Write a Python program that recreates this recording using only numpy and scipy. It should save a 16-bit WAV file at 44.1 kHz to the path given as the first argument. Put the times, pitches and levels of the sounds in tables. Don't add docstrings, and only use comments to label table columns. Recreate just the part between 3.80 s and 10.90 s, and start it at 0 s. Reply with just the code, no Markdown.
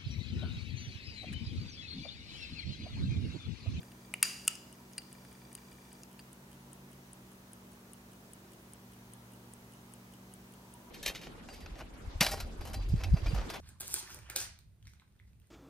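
import sys
import numpy as np
from scipy import signal
from scipy.fft import rfft, irfft
from scipy.io import wavfile
from scipy.ndimage import uniform_filter1d

SR = 44100
rng = np.random.default_rng(int(sys.argv[2]) if len(sys.argv) > 2 else 0)


def store_wav(level_fs):
    pcm = np.round(np.clip(np.atleast_2d(level_fs), -1, 1) * 32767)
    wavfile.write(sys.argv[1], SR, pcm.T.astype(np.int16))


def magnitude_from_level(level_db):
    exponent = np.asarray(level_db, float) / 20
    return 10 ** exponent


N = 313234


def evened(x):
    return x / np.sqrt(np.mean(x ** 2) + 1e-20)


def read(points, hz):
    f, value = np.transpose(points)
    return np.interp(np.log(hz + 1), np.log(f + 1), value)


def follow(curve, column=1):
    rows = np.array(curve)
    return np.interp(np.arange(N) / SR, rows[:, 0], rows[:, column])


def wander(rate_hz):
    pole = np.exp(-2 * np.pi * rate_hz / SR)
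    return evened(signal.lfilter([1], [1, -pole], rng.standard_normal(N)))


def ring(modes, rise_ms=0.249):
    t = np.arange(SR // 4) / SR
    body = 0
    for hz, width_hz, db in modes:
        body = body + magnitude_from_level(db) * np.exp(-np.pi * width_hz * t) * np.sin(2 * np.pi * hz * t)
    body *= (1 - np.exp(-1000 * t / rise_ms)) ** 2
    return body / abs(body).max()


def add(force, s, db, rattle_ms, habit=0):
    t = np.arange(500) / SR / (max(rattle_ms, .1) / 1000)
    grit = rng.standard_normal(500) * magnitude_from_level(2.0 * rng.exponential(1, 500)) + habit
    clatter = grit * t * np.exp(-2 * t)
    part = force[round(s * SR):][:500]
    part += (magnitude_from_level(db) * clatter / np.linalg.norm(clatter))[:len(part)]


def air():
    # pitch_hz, level_db (per Hz)
    air_color = [(15, -55), (40, -19), (110, -8.5), (200, -9.5), (330, -7.5), (500, -13.5), (950, -16),
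                 (2200, -26), (5300, -28.5), (6200, -26.5), (7200, -29), (12000, -29), (15850, -29.5),
                 (16100, -50.5)]
    # pitch_hz, side_minus_mid_db
    side_share = [(60, -30), (99, -31.5), (160, -13.5), (270, -14.5), (450, -7), (740, -3), (1220, -0.5),
                  (2010, 4.5), (3330, 1), (5500, -0.5), (9080, -5.5), (15000, -22.5)]
    # pitch_hz, left_minus_right_db
    lean = [(60, -2.5), (240, 0.5), (950, -1.5), (3770, -0.5), (15000, -1)]
    frames, hz = N // 512 + 5, np.fft.rfftfreq(2048, 1 / SR)
    real, imaginary, patches = rng.standard_normal((3, 2, len(hz), frames))
    patches = uniform_filter1d(patches[0], size=20, axis=0)
    patches = evened(uniform_filter1d(patches, size=8, axis=1))
    z = (real + 1j * imaginary) * magnitude_from_level(read(air_color, hz)[:, None] + 0.63 * patches)
    z[1] *= magnitude_from_level(read(side_share, hz))[:, None]
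    z[1] += z[0] * (np.log(10) / 40 * read(lean, hz))[:, None]
    mid, side = signal.istft(z, nperseg=2048, noverlap=1536)[1][:, :N]
    return magnitude_from_level(-59.5) * np.array([mid + side, mid - side]) / mid.std()


def duct():
    # time_s, level_db
    draught = [(0, -75), (1.4, -67), (3.3, -70.5), (3.8, -90), (4.6, -70), (6.6, -70.5), (7.2, -53.5)]
    hz, width_hz = 950, 90
    band = signal.butter(2, [hz - width_hz / 2, hz + width_hz / 2], "bandpass", fs=SR, output="sos")
    noise = signal.sosfilt(band, rng.standard_normal((2, N)))
    return magnitude_from_level(follow(draught) - 6.0) * evened(noise + 0.51 * noise[::-1])


def hum():
    # pitch_hz, level_db
    tones = [(47.3, -81.5), (59.2, -74), (65.8, -72), (94.6, -80.5), (141.9, -71), (189.2, -61.5),
             (236.6, -64.5), (261, -85), (296, -79), (380, -83.5), (391, -78), (426, -79.5), (15734, -87)]
    # time_s, pitch_hz, level_db
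    far_motor = [(0, 122, -59.5), (.6, 125.5, -67), (1.5, 127.2, -64), (2.06, 130, -66.5),
                 (3.0, 135.2, -59.5), (3.26, 133.7, -61.5), (3.52, 122, -67.5), (3.74, 115, -64.5),
                 (4.0, 113.5, -66), (4.9, 116.5, -65.5), (5.3, 117.6, -59.5), (7.2, 120, -66)]
    t = np.arange(N) / SR
    steady = np.zeros(N)
    for hz, db in tones:
        level = magnitude_from_level(db + 1.15 * wander(0.88))
        phase = 2 * np.pi * (hz * t + rng.random()) + 0.39 * wander(0.36)
        steady += level * np.sin(phase)
    turns = np.cumsum(follow(far_motor)) / SR
    far = magnitude_from_level(follow(far_motor, column=2)) * np.sin(2 * np.pi * turns)
    return np.sqrt(2) * (steady + far)


def focus_motor():
    # time_s, level_db
    run = [(0, -52.5), (.4, -53), (1.1, -59), (1.3, -51.5), (1.8, -51.5), (2.22, -51.5), (2.27, -80),
           (7.2, -80)]
    # pitch_hz, width_hz, level_db
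    camera_body = [(1826, 127, 2), (2352, 50, -4), (3470, 47, -11), (4770, 88, 1), (6760, 300, -7),
                   (8600, 600, -11.5)]
    # pitch_hz, width_hz, level_db
    gears = [(6050, 800, 2), (6600, 820, 0), (8700, 830, 2)]
    frames_per_s = 29.97
    force, run_db = np.zeros(N), follow(run)
    for s in np.arange(.0145, 2.3, 1 / frames_per_s):
        step_db = run_db[round(s * SR)]
        add(force, s, step_db - 3.0 + 1.2 * rng.standard_normal(), .1)
        add(force, s + 0.017, step_db - 12, 3.0)
    rubbing = magnitude_from_level(run_db - 28.5) * rng.standard_normal(N)
    whirr = signal.oaconvolve(rubbing, ring(gears))[:N]
    return signal.oaconvolve(force, ring(camera_body, rise_ms=1.14))[:N] + whirr


def room(x):
    # pitch_hz, t60_s
    decay = [(700, 0.9), (2500, 0.43), (5000, 1), (9000, 0.35), (15000, 0.54)]
    taps = np.zeros((2, SR))
    slots = np.arange(SR // 20 - 6) * 20 + 100
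    at = slots + rng.integers(0, 20, (2, len(slots)))
    np.put_along_axis(taps, at, rng.choice([-1., 1.], at.shape), 1)
    hz, t, z = signal.stft(taps + 0.077 * taps[::-1], SR, nperseg=256)
    fade = magnitude_from_level(-60 * t / read(decay, hz)[:, None])
    tail = signal.istft(z * fade, SR, nperseg=256)[1]
    return signal.fftconvolve(x[None], tail / np.linalg.norm(tail[0]), axes=1)[:, :N]


def shudder():
    # start_s, rustle_db (rms), plate_db, t60_s
    chatters = [
        (.342, -65.5, -79, .25),
        (0.431, -39.5, -54, 0.65),
        (.682, -49.5, -71, 0.37),
    ]
    # pitch_hz, level_db (per Hz)
    rustle_color = [(700, -11.5), (1300, -4.5), (2600, 3.5), (3700, -7.5), (4800, -1.5), (5800, 2.5),
                    (6800, -4.5), (9000, 0), (12000, -7.5), (15500, -20.5)]
    # pitch_hz, width_hz, level_db
    back_plate = [(2330, 42, -15), (2793, 40, 0), (2870, 58, -2), (4770, 25, 1), (4820, 25.5, -2),
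                  (6830, 65, 2.5), (8640, 90, -7), (9600, 110, -1), (13500, 220, -2)]
    t = np.arange(N) / SR
    rustle, shaking = np.zeros((2, N))
    for s, rustle_db, plate_db, t60 in chatters:
        fade_db = -60 * (t - s) / t60
        rustle += magnitude_from_level(rustle_db + fade_db) * (t > s)
        shaking += magnitude_from_level(plate_db + fade_db) * (t > s)
    color = magnitude_from_level(read(rustle_color, np.fft.rfftfreq(N, 1 / SR)))
    wide = irfft(rfft(rng.standard_normal((2, N))) * color, N)
    singing = signal.oaconvolve(shaking * rng.standard_normal(N), ring(back_plate))[:N]
    return rustle * evened(wide + 0.27 * wide[::-1]) + singing


def snaps():
    # start_s, level_db, pitch_hz, width_hz
    knocks = [(.3392, -23.5, 2400, 400), (.3390, -37, 695, 700), (.3394, -20.5, 9300, 1400),
              (0.3395, -31.5, 2794, 140), (0.4272, -18.5, 2290, 650), (.4280, -40, 650, 600),
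              (.4284, -10, 9180, 700), (0.4288, -13, 11480, 1500), (0.43, -18, 14400, 1300),
              (.4286, -33, 1270, 149), (0.4297, -29.5, 2650, 110), (.4284, -30, 4824, 36),
              (0.4286, -35, 6820, 40), (0.6772, -34, 1324, 90), (0.678, -24, 14500, 1800),
              (.6780, -16, 7700, 900), (.6806, -16, 8140, 900), (.6790, -15, 10800, 1500),
              (0.68, -21, 2780, 238), (1.1800, -44.5, 1650, 350), (1.1804, -41, 2900, 400),
              (1.1817, -25.5, 8950, 700), (1.7512, -44, 4200, 900), (1.7525, -44, 2900, 298),
              (2.234, -41, 6500, 700), (2.392, -46.5, 2770, 250)]
    out = np.zeros(N + SR)
    for s, db, hz, width_hz in knocks:
        rise_ms = 0.23 + 60 / width_hz
        out[round(s * SR):][:SR // 4] += magnitude_from_level(db) * ring([(hz, width_hz, 0)], rise_ms)
    return out[:N]


def button_strikes():
    strikes = {"crown": [(.4262, -36), (.4276, -8.5), (.4296, -15.5)], "lever": [(.6774, -13),
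               (.6788, -13.5), (.6800, -17), (1.1818, -28.5), (1.7535, -44)], "pawl": [(.650, -42),
               (.6712, -37), (1.7509, -31)], "band": [(.0304, -46), (.1184, -49), (.3388, -25.5),
               (1.2191, -48), (1.4486, -47), (1.7774, -48)], "back": [(.4524, -33), (.7014, -52),
               (1.1795, -29.5), (1.1845, -38.5), (2.3925, -40), (2.3984, -47)], "bezel": [(.7535, -34),
               (1.133, -42), (2.2333, -38.5)]}
    shares = {"crown": (-1.5, -5, -14, -4.5, -40), "lever": (-1, -8.5, -23, -9.5, -30),
              "pawl": (2.5, -18, -24, -16, -14), "band": (-1, -19.5, -26, 0, -3),
              "back": (0, -18, 0.5, -0.5, -8), "bezel": (-4, -3, -16, -16, -25)}
    forces = np.zeros((5, N))
    for spot, blows in strikes.items():
        for s, db in blows:
            for force, share_db in zip(forces, shares[spot]):
                add(force, s, db + share_db, rattle_ms=1.19)
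    return forces


def escapement():
    # delay_s, level_db (under the beat), rattle_ms
    tick_parts = [
        (-.0140, -13, .7),
        (.0002, 4.5, .1),
        (.0009, 0., .1),
        (.0019, -6, .5),
    ]
    # delay_s, level_db (under the beat), rattle_ms
    tock_parts = [
        (-.0160, 2, 2.2),
        (.0002, .5, .1),
        (.0010, -4, .3),
        (.0021, -3, .9),
    ]
    # time_s, level_db
    facing = [(.5, -51), (1.3, -42.5), (2.4, -46), (4.2, -41), (6.6, -44.5), (7.0, -46)]
    first_tick_s, swing_s, tock_after_s = .5262, .40077, .2001
    usual_tock_db = -49
    pallets, plate = np.zeros((2, N))
    habits = 6.8 * rng.standard_normal((2, 4, 500))
    facing_db = follow(facing)
    for at in np.arange(first_tick_s, N / SR, swing_s):
        tick_db = facing_db[round(at * SR)] + 0.3 * rng.standard_normal()
        tock_db = usual_tock_db + 1.4 * rng.standard_normal()
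        beats = ((at, tick_db, tick_parts), (at + tock_after_s, tock_db, tock_parts))
        for (s, db, parts), beat_habits in zip(beats, habits):
            add(plate, s - .002, -58.0 + 0.29 * (db - usual_tock_db), 2.5)
            add(plate, s + 0.009, -63., 3.0)
            add(plate, s + parts[0][0], -62., 2.5)
            for (delay_s, under_db, rattle_ms), habit in zip(parts, beat_habits):
                add(pallets, s + delay_s, db + under_db, rattle_ms, habit)
    return pallets, plate


def watch():
    # pitch_hz, width_hz, level_db
    works_modes = [(7560, 437, -9), (8580, 310, -3.5), (9190, 660, 11), (9580, 250, -4), (10920, 192, -10),
                   (11500, 420, -1), (13150, 530, -3), (14540, 700, -8.5), (15800, 1100, -21)]
    rim_modes = [(5500, 470, -3), (6090, 500, -1), (6400, 440, -5), (6630, 200, -13), (7460, 400, -5.5)]
    lid_modes = [(4000, 300, -42.5), (4760, 45.6, 3.5), (4830, 64, 2), (4440, 340, 13)]
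    case_modes = [(2000, 830, -2), (2400, 434, -4), (2720, 246, -0.5), (3220, 382, -10.5)]
    grip_modes = [(1700, 560, 0)]
    pallet_modes = [(8120, 490, -1), (9600, 1190, -23), (9430, 940, 5), (9440, 420, 1), (10700, 540, -1.5),
                    (12500, 1500, -7), (15000, 2500, -9)]
    plate_modes = [(2918, 104, -0.5), (3100, 170, 1), (2690, 330, -10)]
    pallets, plate = escapement()
    works, rim, lid, case, grip = button_strikes()
    parts = ((works, works_modes, .1), (rim, rim_modes, .2), (lid, lid_modes, .25), (case, case_modes, .3),
             (grip, grip_modes, .26), (pallets, pallet_modes, .1), (plate, plate_modes, .6))
    sound = snaps()
    for force, modes, rise_ms in parts:
        sound = sound + signal.oaconvolve(force, ring(modes, rise_ms))[:N]
    return signal.sosfilt(signal.butter(2, 400, "highpass", fs=SR, output="sos"), sound)


def scene():
    near = watch()
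    edge = 0.088 * (np.roll(near, 3) - np.roll(near, -3))
    direct = np.array([magnitude_from_level(-0.8) * near + edge, magnitude_from_level(-1.8) * near - edge])
    reverb = magnitude_from_level(-12.5) * room(signal.lfilter(*signal.butter(1, 5000, fs=SR), near))
    motor = focus_motor() * magnitude_from_level([[.6], [-.6]])
    machines = motor + hum() * magnitude_from_level([[-.15], [.15]]) + duct()
    return direct + shudder() + reverb + machines + air()


def low_pass(x):
    return signal.sosfilt(signal.butter(12, 16650, fs=SR, output="sos"), x)


def record(dry):
    band_limit = signal.firwin(301, 16250, window=("kaiser", 9), fs=SR)
    dry = signal.oaconvolve(dry, band_limit[None], "same")
    mid, side = (dry[0] + dry[1]) / 2, (dry[0] - dry[1]) / 2
    kept = signal.sosfiltfilt(signal.butter(4, 10500, fs=SR, output="sos"), side)
    mid_treble = mid - signal.sosfiltfilt(signal.butter(4, 10400, fs=SR, output="sos"), mid)
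    side = kept + .15 * mid_treble
    return low_pass(np.array([mid + side, mid - side]))


dry = scene()
out = record(dry)
store_wav(out)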